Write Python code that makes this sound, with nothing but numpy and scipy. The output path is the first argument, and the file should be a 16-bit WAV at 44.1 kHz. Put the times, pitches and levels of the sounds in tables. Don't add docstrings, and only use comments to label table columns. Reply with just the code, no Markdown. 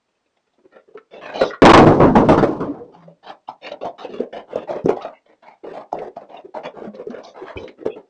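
import sys
import numpy as np
from scipy import signal
from scipy.fft import rfft, irfft, next_fast_len
from scipy.io import wavfile
from scipy.ndimage import uniform_filter1d, map_coordinates

SR = 44100
rng = np.random.default_rng(int(sys.argv[2]) if len(sys.argv) > 2 else 0)


def generate_wav(sig):
    pcm = np.round(np.clip(np.atleast_2d(sig).T, -1, 1) * 32767).astype(np.int16)
    wavfile.write(sys.argv[1], SR, pcm)


N = 357165

# start_s, level_db, tilt_db_per_octave
DOOR_BLOWS = [(1.62, -0.5, 2.5), (1.652, 0.5, 3), (1.704, -5, 4), (1.735, 1, 2.5), (1.778, -4, 0.5),
              (1.864, -5, 1), (1.997, -7, 0), (2.153, -6.5, 1), (2.287, -6.5, 2.5), (2.376, -13.5, 1.5),
              (2.426, -12, 1.5), (2.602, -22.5, 1)]
# pitch_hz, level_db
PANEL_MODES = [(168, -4), (277, -0.5), (346, 8), (455, 7), (575, -4), (666, -2.5), (918, -14.5),
               (1022, -5.5), (1125, -11)]
# frequency_hz, level_db
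BOOM_SPECTRUM = [(30, -15.5), (70, -18.5), (115, -5), (270, 1), (450, -5), (1100, -16), (1600, -29.5),
                 (2600, -40), (7500, -55.5)]
# frequency_hz, t60_s
BOOM_DECAY = [(170, 0.72), (400, 0.84), (1000, 0.59), (9000, 0.17)]
# start_s, length_s, level_db, pitch_hz
PANEL_SHUDDERS = [(2.648, 0.093, -24, 300.5), (2.765, 0.14, -36, 473.4), (2.91, 0.28, -45.5, 170.6)]
# start_s, level_db, pitch_hz, skid_db
HOOF_STEPS = [(0.59, -56, 365, -64), (0.647, -42.5, 388, -54), (0.884, -41.5, 452, -54),
              (0.949, -26.5, 439, -46.5), (1.356, -19.5, 670, -38.5), (1.416, -4.5, 544, -14),
              (3.079, -33, 580, -50), (3.3, -27.5, 786, -40.5), (3.487, -24.5, 803, -36.5),
              (3.716, -22, 586, -37), (3.832, -19, 560, -45), (3.853, -12, 690, -28.5),
              (4.046, -23, 490, -36), (4.203, -11, 470, -27), (4.531, -19, 522, -40), (4.557, -7, 520, -37),
              (4.708, -13, 648, -30.5), (4.761, -18, 423.5, -33), (4.858, -4, 415, -31),
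              (4.892, -3, 453, -18), (4.97, -20.5, 670, -35), (5.048, -16, 657.6, -38),
              (5.928, -9.5, 743, -39.5), (6.168, -19.5, 714, -43), (6.216, -31, 556, -51),
              (6.447, -30.5, 362, -43), (6.549, -20.5, 820, -39), (6.818, -23.5, 418, -42),
              (6.847, -27, 417, -51), (6.944, -25.5, 510, -39.5), (6.995, -23.5, 488, -35),
              (7.068, -19.5, 419, -46), (7.142, -23.5, 490, -53), (7.186, -26, 630, -44.5),
              (7.416, -31.5, 364, -38), (7.567, -27, 390, -31), (7.626, -30, 497, -37),
              (7.861, -9.5, 426, -28.5), (7.965, -28.5, 427, -36)]
# start_s, level_db, pitch_hz
BODY_FALLS = [(4.192, -23.5, 239), (4.842, -15.5, 180), (6.87, -26.5, 207), (7.092, -28, 236.5),
              (7.556, -29, 85.7)]
# start_s, length_s, level_db, swell_db, hollow_hz, grit_db, rasp_hz
LEG_DRAGS = [(0.708, 0.063, -56.5, 21, 493, -0.5, 1390), (1.108, 0.08, -41, 7, 517, -9.5, 2700),
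             (1.21, 0.13, -36.5, -7.5, 640, -3, 1575), (1.336, 0.081, -30.5, 6, 573, -4, 3060),
             (1.407, 0.086, -29.5, -3.5, 456, -5, 4060), (1.495, 0.0552, -50.5, -4, 430, 16.5, 1420),
             (2.921, .13, -54, -9, 757, -13.5, 3670), (3.226, 0.086, -45, 9, 745, -5.5, 2810),
             (3.611, 0.066, -42.5, 11, 573, 1, 2770), (3.81, 0.033, -30, -17, 464, -17, 2750),
             (3.98, 0.081, -38, -6, 700, -5, 2880), (4.088, 0.1, -36, -7, 387, -14.5, 2650),
             (4.325, 0.086, -35, -11, 565, -12, 2260), (4.474, 0.16, -41, 6, 516.7, -21, 2950),
             (4.672, 0.1317, -34, -12, 600, -15, 1930), (5.008, 0.13, -42, -23.5, 690, -3.5, 1300),
             (5.255, 0.08, -57, -1, 520, -6.5, 2180), (5.421, 0.12, -50, -3.5, 780, -5.5, 1697),
             (5.632, 0.087, -37.5, -6.5, 465, -17.5, 1200), (5.729, 0.089, -35.5, -8, 630, -26, 1580),
             (5.941, 0.14, -34, -2.5, 454, -32, 1470), (6.219, 0.024, -44, -9, 540, -33, 1390),
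             (6.285, 0.097, -41.5, 8, 650, -15, 2760), (6.54, 0.079, -35.5, -10.5, 616, -18.5, 1380),
             (6.632, 0.04, -29.5, -9.5, 604, -6.5, 2530), (6.736, 0.15, -39.5, 0.5, 474, -18, 1130),
             (7.102, 0.11, -42.5, -16, 518, -6.5, 1450), (7.229, 0.072, -45.5, 2, 544, -6, 4440),
             (7.337, .19, -41.5, 8.5, 630, -5.5, 1280), (7.568, 0.13, -40, -10.5, 418, -14, 3880),
             (7.773, 0.058, -44, -2, 438, -14, 1300)]
# start_s, level_db, pitch_hz
HOOF_CLACKS = [(0.974, -35.5, 1340), (3.718, -34.5, 2920), (4.886, -33, 1910), (5.021, -40.5, 3760),
               (5.987, -38, 2030), (6.951, -49.5, 3980), (7.102, -50, 4500), (7.482, -31.5, 1220),
               (7.678, -35, 2220)]
# start_s, length_s, level_db, pitch_hz
HOOF_SQUEAKS = [(2.385, 0.02, -40, 3670), (3.472, 0.03, -52, 2900), (4.51, 0.16, -54.5, 2730),
                (5.131, 0.061, -56.5, 2125), (6.367, 0.017, -42.5, 2786), (7.247, 0.007, -39.5, 3990),
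                (7.567, 0.02, -37, 2400), (7.896, 0.063, -49, 2640)]
# frequency_hz, level_db
WEIGHT_SPECTRUM = [(30, -13.5), (80, -25), (170, 2), (320, 6), (1500, -42)]
# frequency_hz, level_db
GRIT_SPECTRUM = [(300, -17.5), (1100, 6), (4000, -1.5), (6500, -7), (7800, -30.5)]
# frequency_hz, t60_s
YARD_DECAY = [(500, 0.23), (9000, 0.023)]
# frequency_hz, level_db
AIR_SPECTRUM = [(30, -16), (360, -3.5), (900, -7.5), (9000, -22.5)]
# start_s, end_s, gain_db
DROPOUTS = [(1.722, 1.733, -28), (1.851, 1.857, -16)]
# frequency_hz, gain_db
MIC_RESPONSE = [(5500, 0), (8500, -4), (9800, -16), (11200, -35)]
# frequency_hz, gain_db
SIDE_RESPONSE = [(2000, -70), (4000, -13), (10000, -7)]

PANEL_T60_S, CHATTER_DB, CHATTER_T60_S = 0.29, -36, 0.7
SLAP_DELAY_S, SLAP_DB, SLAP_PER_DB = .04, -4.5, 1.5
HOOF_HZ, HARD_DB_PER_OCTAVE = 520, 6
CLICK_DB, CLICK_PER_DB, SNAP_DB, SNAP_PER_DB = -21, .3, -19, 0.4
CLOP_CYCLES, CLOP_CYCLES_PER_DB = 0.67, -0.066
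BRUSH_S, SKID_S, SKID_SWELL_DB, SKID_GRIT_DB = 0.0099, .038, -13, -22.5
WEIGHT_DB, WEIGHT_DB_PER_OCTAVE = -10, -5
HORN_OVER_HOLLOW, HORN_RATIO = 4.9, 1.28
HORN_DB, HORN_UPPER_DB, HORN_Q, CLACK_T60_S = 6, -5, 20, .06
CATCHES_PER_S, CATCH_DECAY_S, STEADY_RUB = 60, .007, .9
APPROACH_S, TAPS_PER_S, TAP_DB, TAP_DB_PER_S = (0.04, .55), 10.5, -73, 10


def garage_door():
    out, t = np.zeros(N), np.arange(SR * 5 // 4) / SR
    n = len(t)
    slaps = [(s + SLAP_DELAY_S, db + SLAP_DB + SLAP_PER_DB * db, tilt) for s, db, tilt in DOOR_BLOWS]
    for s, db, tilt in DOOR_BLOWS + slaps:
        boom = coloured(decaying_noise(BOOM_DECAY, n), BOOM_SPECTRUM)
        modes = np.zeros(n)
        for pitch_hz, mode_db in PANEL_MODES:
            envelope = amp(mode_db + rng.normal(0, 0.42) - 60 * t / PANEL_T60_S)
            modes += envelope * np.sin(2 * np.pi * (pitch_hz * t + rng.random()))
        ring = patchy(boom, depth_db=5) + amp(-9.5) * unit(modes)
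        ring = filtered(ring, lambda hz: amp(tilt * np.log2(np.clip(hz, 150, 3000) / 400)))
        hardness = amp(3 * tilt)
        attack = 1 - np.exp(-t * hardness ** 4 / 0.013)
        crack = 1 + 1.3 * hardness * np.exp(-t / 0.029)
        ring *= attack * crack
        ring *= amp(0.93 * wobble(n, 30))
        ring /= np.std(ring[:SR // 20])
        rattle = coloured(noise(n), GRIT_SPECTRUM) + noise(n) / 2
        chatter = rattle * catches(n) * amp(CHATTER_DB - 60 * t / CHATTER_T60_S)
        add(out, s, amp(db) * (ring + chatter))
    return out


def panel_shudders():
    out = np.zeros(N)
    for s, length_s, db, hz in PANEL_SHUDDERS:
        n = int(length_s * SR)
        add(out, s, amp(db) * rough_tone(n, hz, width_hz=hz / 10) * signal.windows.hann(n))
    return out


def knocks():
    out, t = np.zeros(N), np.arange(SR // 5) / SR
    n = len(t)
    contact = 1 - np.exp(-t / .0015)
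    for s, db, pitch_hz, *_ in HOOF_STEPS + BODY_FALLS:
        rise = t * max(pitch_hz, HOOF_HZ / 2) / (CLOP_CYCLES + CLOP_CYCLES_PER_DB * db)
        clop = (rise * np.exp(1 - rise)) ** 2 * np.sin(2 * np.pi * pitch_hz * t)
        bright = filtered(noise(n), lambda f: resonance(f, centre_hz=5900, q=3.5))
        click_db = CLICK_DB + hardness_db(pitch_hz) + CLICK_PER_DB * db
        click = patchy(coloured(bright, GRIT_SPECTRUM), depth_db=21.5) * amp(click_db - 60 * t / 0.011)
        thud = coloured(noise(n), WEIGHT_SPECTRUM) * amp(-18 - 60 * t / 0.079)
        snap = unit(np.gradient(noise(n))) * amp(SNAP_DB + SNAP_PER_DB * db - 60 * t / 0.004)
        add(out, s, amp(db) * yard_echo(clop + contact * (click + snap + thud)))
    return out


def scuffs():
    out = np.zeros(N)
    for s, _, pitch_hz, skid_db in HOOF_STEPS:
        grit_db = SKID_GRIT_DB + hardness_db(pitch_hz)
        skid = slide(SKID_S, SKID_SWELL_DB, pitch_hz, grit_db, HORN_OVER_HOLLOW * pitch_hz)
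        add(out, s - BRUSH_S, amp(skid_db) * skid)
    for s, length_s, db, swell_db, hollow_hz, grit_db, rasp_hz in LEG_DRAGS:
        add(out, s, amp(db) * slide(length_s, swell_db, hollow_hz, grit_db, rasp_hz))
    return out


def slide(length_s, swell_db, hollow_hz, grit_db, rasp_hz):
    t = np.arange(int(length_s * SR) + SR // 10) / SR
    n = len(t)
    ramp_db = swell_db * (np.minimum(t / length_s, 1) - .5)
    release_db = -60 * np.maximum(t - length_s, 0) / 0.1
    pressure = amp(ramp_db + release_db) * (1 - np.exp(-t / 0.0076))
    force = catches(n)

    def jolts():
        return noise(n) * force * amp(2 * wobble(n, 1400))

    hollow = filtered(jolts(), lambda f: resonance(f, hollow_hz, q=2) * resonance(f, hollow_hz, q=1.4))
    grit = coloured(filtered(jolts(), lambda f: horn(f, rasp_hz)), GRIT_SPECTRUM)
    hollow, grit = patchy(hollow, depth_db=6), patchy(grit, depth_db=10)
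    weight = patchy(coloured(jolts(), WEIGHT_SPECTRUM), depth_db=4)
    weight_db = WEIGHT_DB + WEIGHT_DB_PER_OCTAVE * np.log2(hollow_hz / HOOF_HZ)
    return yard_echo(pressure * (amp(3) * hollow + amp(grit_db) * grit + amp(weight_db) * weight))


def catches(n):
    hits = (rng.random(n) < CATCHES_PER_S / SR) * (.5 + rng.random(n))
    jolts = signal.lfilter([1], [1, -np.exp(-1 / (CATCH_DECAY_S * SR))], hits)
    return unit(STEADY_RUB + jolts)


def horn(f, hz):
    modes = resonance(f, hz, HORN_Q) + amp(HORN_UPPER_DB) * resonance(f, hz * HORN_RATIO, HORN_Q)
    return resonance(f, hz, q=1.6) * resonance(f, hz, q=.5) + amp(HORN_DB) * modes


def hardness_db(pitch_hz):
    return HARD_DB_PER_OCTAVE * np.log2(pitch_hz / HOOF_HZ)


def hoof_clacks():
    out, t = np.zeros(N), np.arange(SR // 10) / SR
    for s, db, hz in HOOF_CLACKS:
        crunch = coloured(filtered(noise(len(t)), lambda f: horn(f, hz)), GRIT_SPECTRUM)
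        add(out, s, amp(db) * yard_echo(crunch * amp(-60 * t / CLACK_T60_S)))
    return out


def hoof_squeaks():
    out = np.zeros(N)
    for s, length_s, db, hz in HOOF_SQUEAKS:
        n = int(length_s * SR)
        low, high = (rough_tone(n, hz * ratio, width_hz=300) for ratio in (1, HORN_RATIO))
        squeak = (low + amp(HORN_UPPER_DB) * high) * signal.windows.tukey(n)
        add(out, s, amp(db) * yard_echo(squeak))
    return out


def distant_hoofbeats():
    out = np.zeros(N)
    for s in np.arange(*APPROACH_S, 1 / TAPS_PER_S):
        tick = slide(SKID_S / 2, SKID_SWELL_DB, HOOF_HZ, grit_db=-2, rasp_hz=HORN_OVER_HOLLOW * HOOF_HZ)
        late_s = rng.random() / TAPS_PER_S / 2
        add(out, s + late_s, amp(TAP_DB + TAP_DB_PER_S * s + 2 * rng.normal()) * tick)
    return out


def yard_echo(sound):
    response = decaying_noise(YARD_DECAY, SR // 3)
    response *= amp(-11) / np.linalg.norm(response)
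    response[0] += 1
    return signal.fftconvolve(sound, response)


def outdoor_air():
    return amp(-72) * coloured(noise(N), AIR_SPECTRUM)


def amp(db):
    return 10 ** (np.asarray(db) / 20)


def unit(x):
    return x / np.sqrt(np.mean(x ** 2) + 1e-20)


def noise(shape):
    return rng.standard_normal(shape)


def along(points, hz):
    frequencies, values = np.transpose(points)
    return np.interp(np.log(hz + 1), np.log(frequencies + 1), values)


def filtered(x, response):
    n = x.shape[-1]
    padded = next_fast_len(n + SR // 8)
    return irfft(rfft(x, padded) * response(np.fft.rfftfreq(padded, 1 / SR)), padded)[..., :n]


def coloured(x, spectrum):
    return unit(filtered(x, lambda hz: amp(along(spectrum, hz))))


def resonance(f, centre_hz, q):
    damping = 1j * f * centre_hz / q
    return damping / (centre_hz ** 2 - f ** 2 + damping)


def wobble(n, rate_hz):
    return map_coordinates(noise(int(n * rate_hz / SR) + 4), [np.arange(n) * rate_hz / SR])


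def rough_tone(n, hz, width_hz, wander=.015):
    phase = 2 * np.pi * np.cumsum(hz * (1 + wander * wobble(n, 21))) / SR
    return unit(wobble(n, width_hz) * np.sin(phase) + wobble(n, width_hz) * np.cos(phase))


def decaying_noise(decay, n):
    hz, t, frames = signal.stft(noise(n), SR, nperseg=256)
    fade = amp(-60 * t / along(decay, hz)[:, None])
    return signal.istft(frames * fade, SR, nperseg=256)[1][:n]


def patchy(x, depth_db):
    frames = signal.stft(x, nperseg=512)[2]
    field = noise(frames.shape)
    for _ in range(2):
        field = uniform_filter1d(uniform_filter1d(field, size=2, axis=0), size=9, axis=1)
    shaped = frames * amp(depth_db * np.minimum(unit(field), 1))
    shaped *= np.linalg.norm(frames, axis=0) / (np.linalg.norm(shaped, axis=0) + 1e-20)
    return unit(signal.istft(shaped, nperseg=512)[1][:len(x)])


def add(track, start_s, sound):
    part = track[round(start_s * SR):][:len(sound)]
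    part += sound[:len(part)]


def scene():
    door = garage_door() + panel_shudders()
    deer = distant_hoofbeats() + knocks() + hoof_clacks() + scuffs() + hoof_squeaks()
    return np.tile(door + deer + outdoor_air(), (2, 1))


def record(dry):
    mono, t = dry.mean(axis=0), np.arange(N) / SR
    for start_s, end_s, db in DROPOUTS:
        inside = (t > start_s) & (t < end_s)
        mono = mono * amp(db * uniform_filter1d(inside.astype(float), size=50))
    ceiling, knee, top_hz = .71, 8, 11170
    saturated = mono / (1 + np.abs(mono / ceiling) ** knee) ** (1 / knee)
    mid = filtered(saturated, lambda hz: amp(along(MIC_RESPONSE, hz)))
    spread = decaying_noise([(1000, .035)], SR // 32)
    side = signal.fftconvolve(mid, spread / np.linalg.norm(spread))[:N]
    side = filtered(side, lambda hz: amp(along(SIDE_RESPONSE, hz)))
    return filtered(np.array([mid + side, mid - side]), lambda hz: hz < top_hz)


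dry = scene()
out = record(dry)
generate_wav(out)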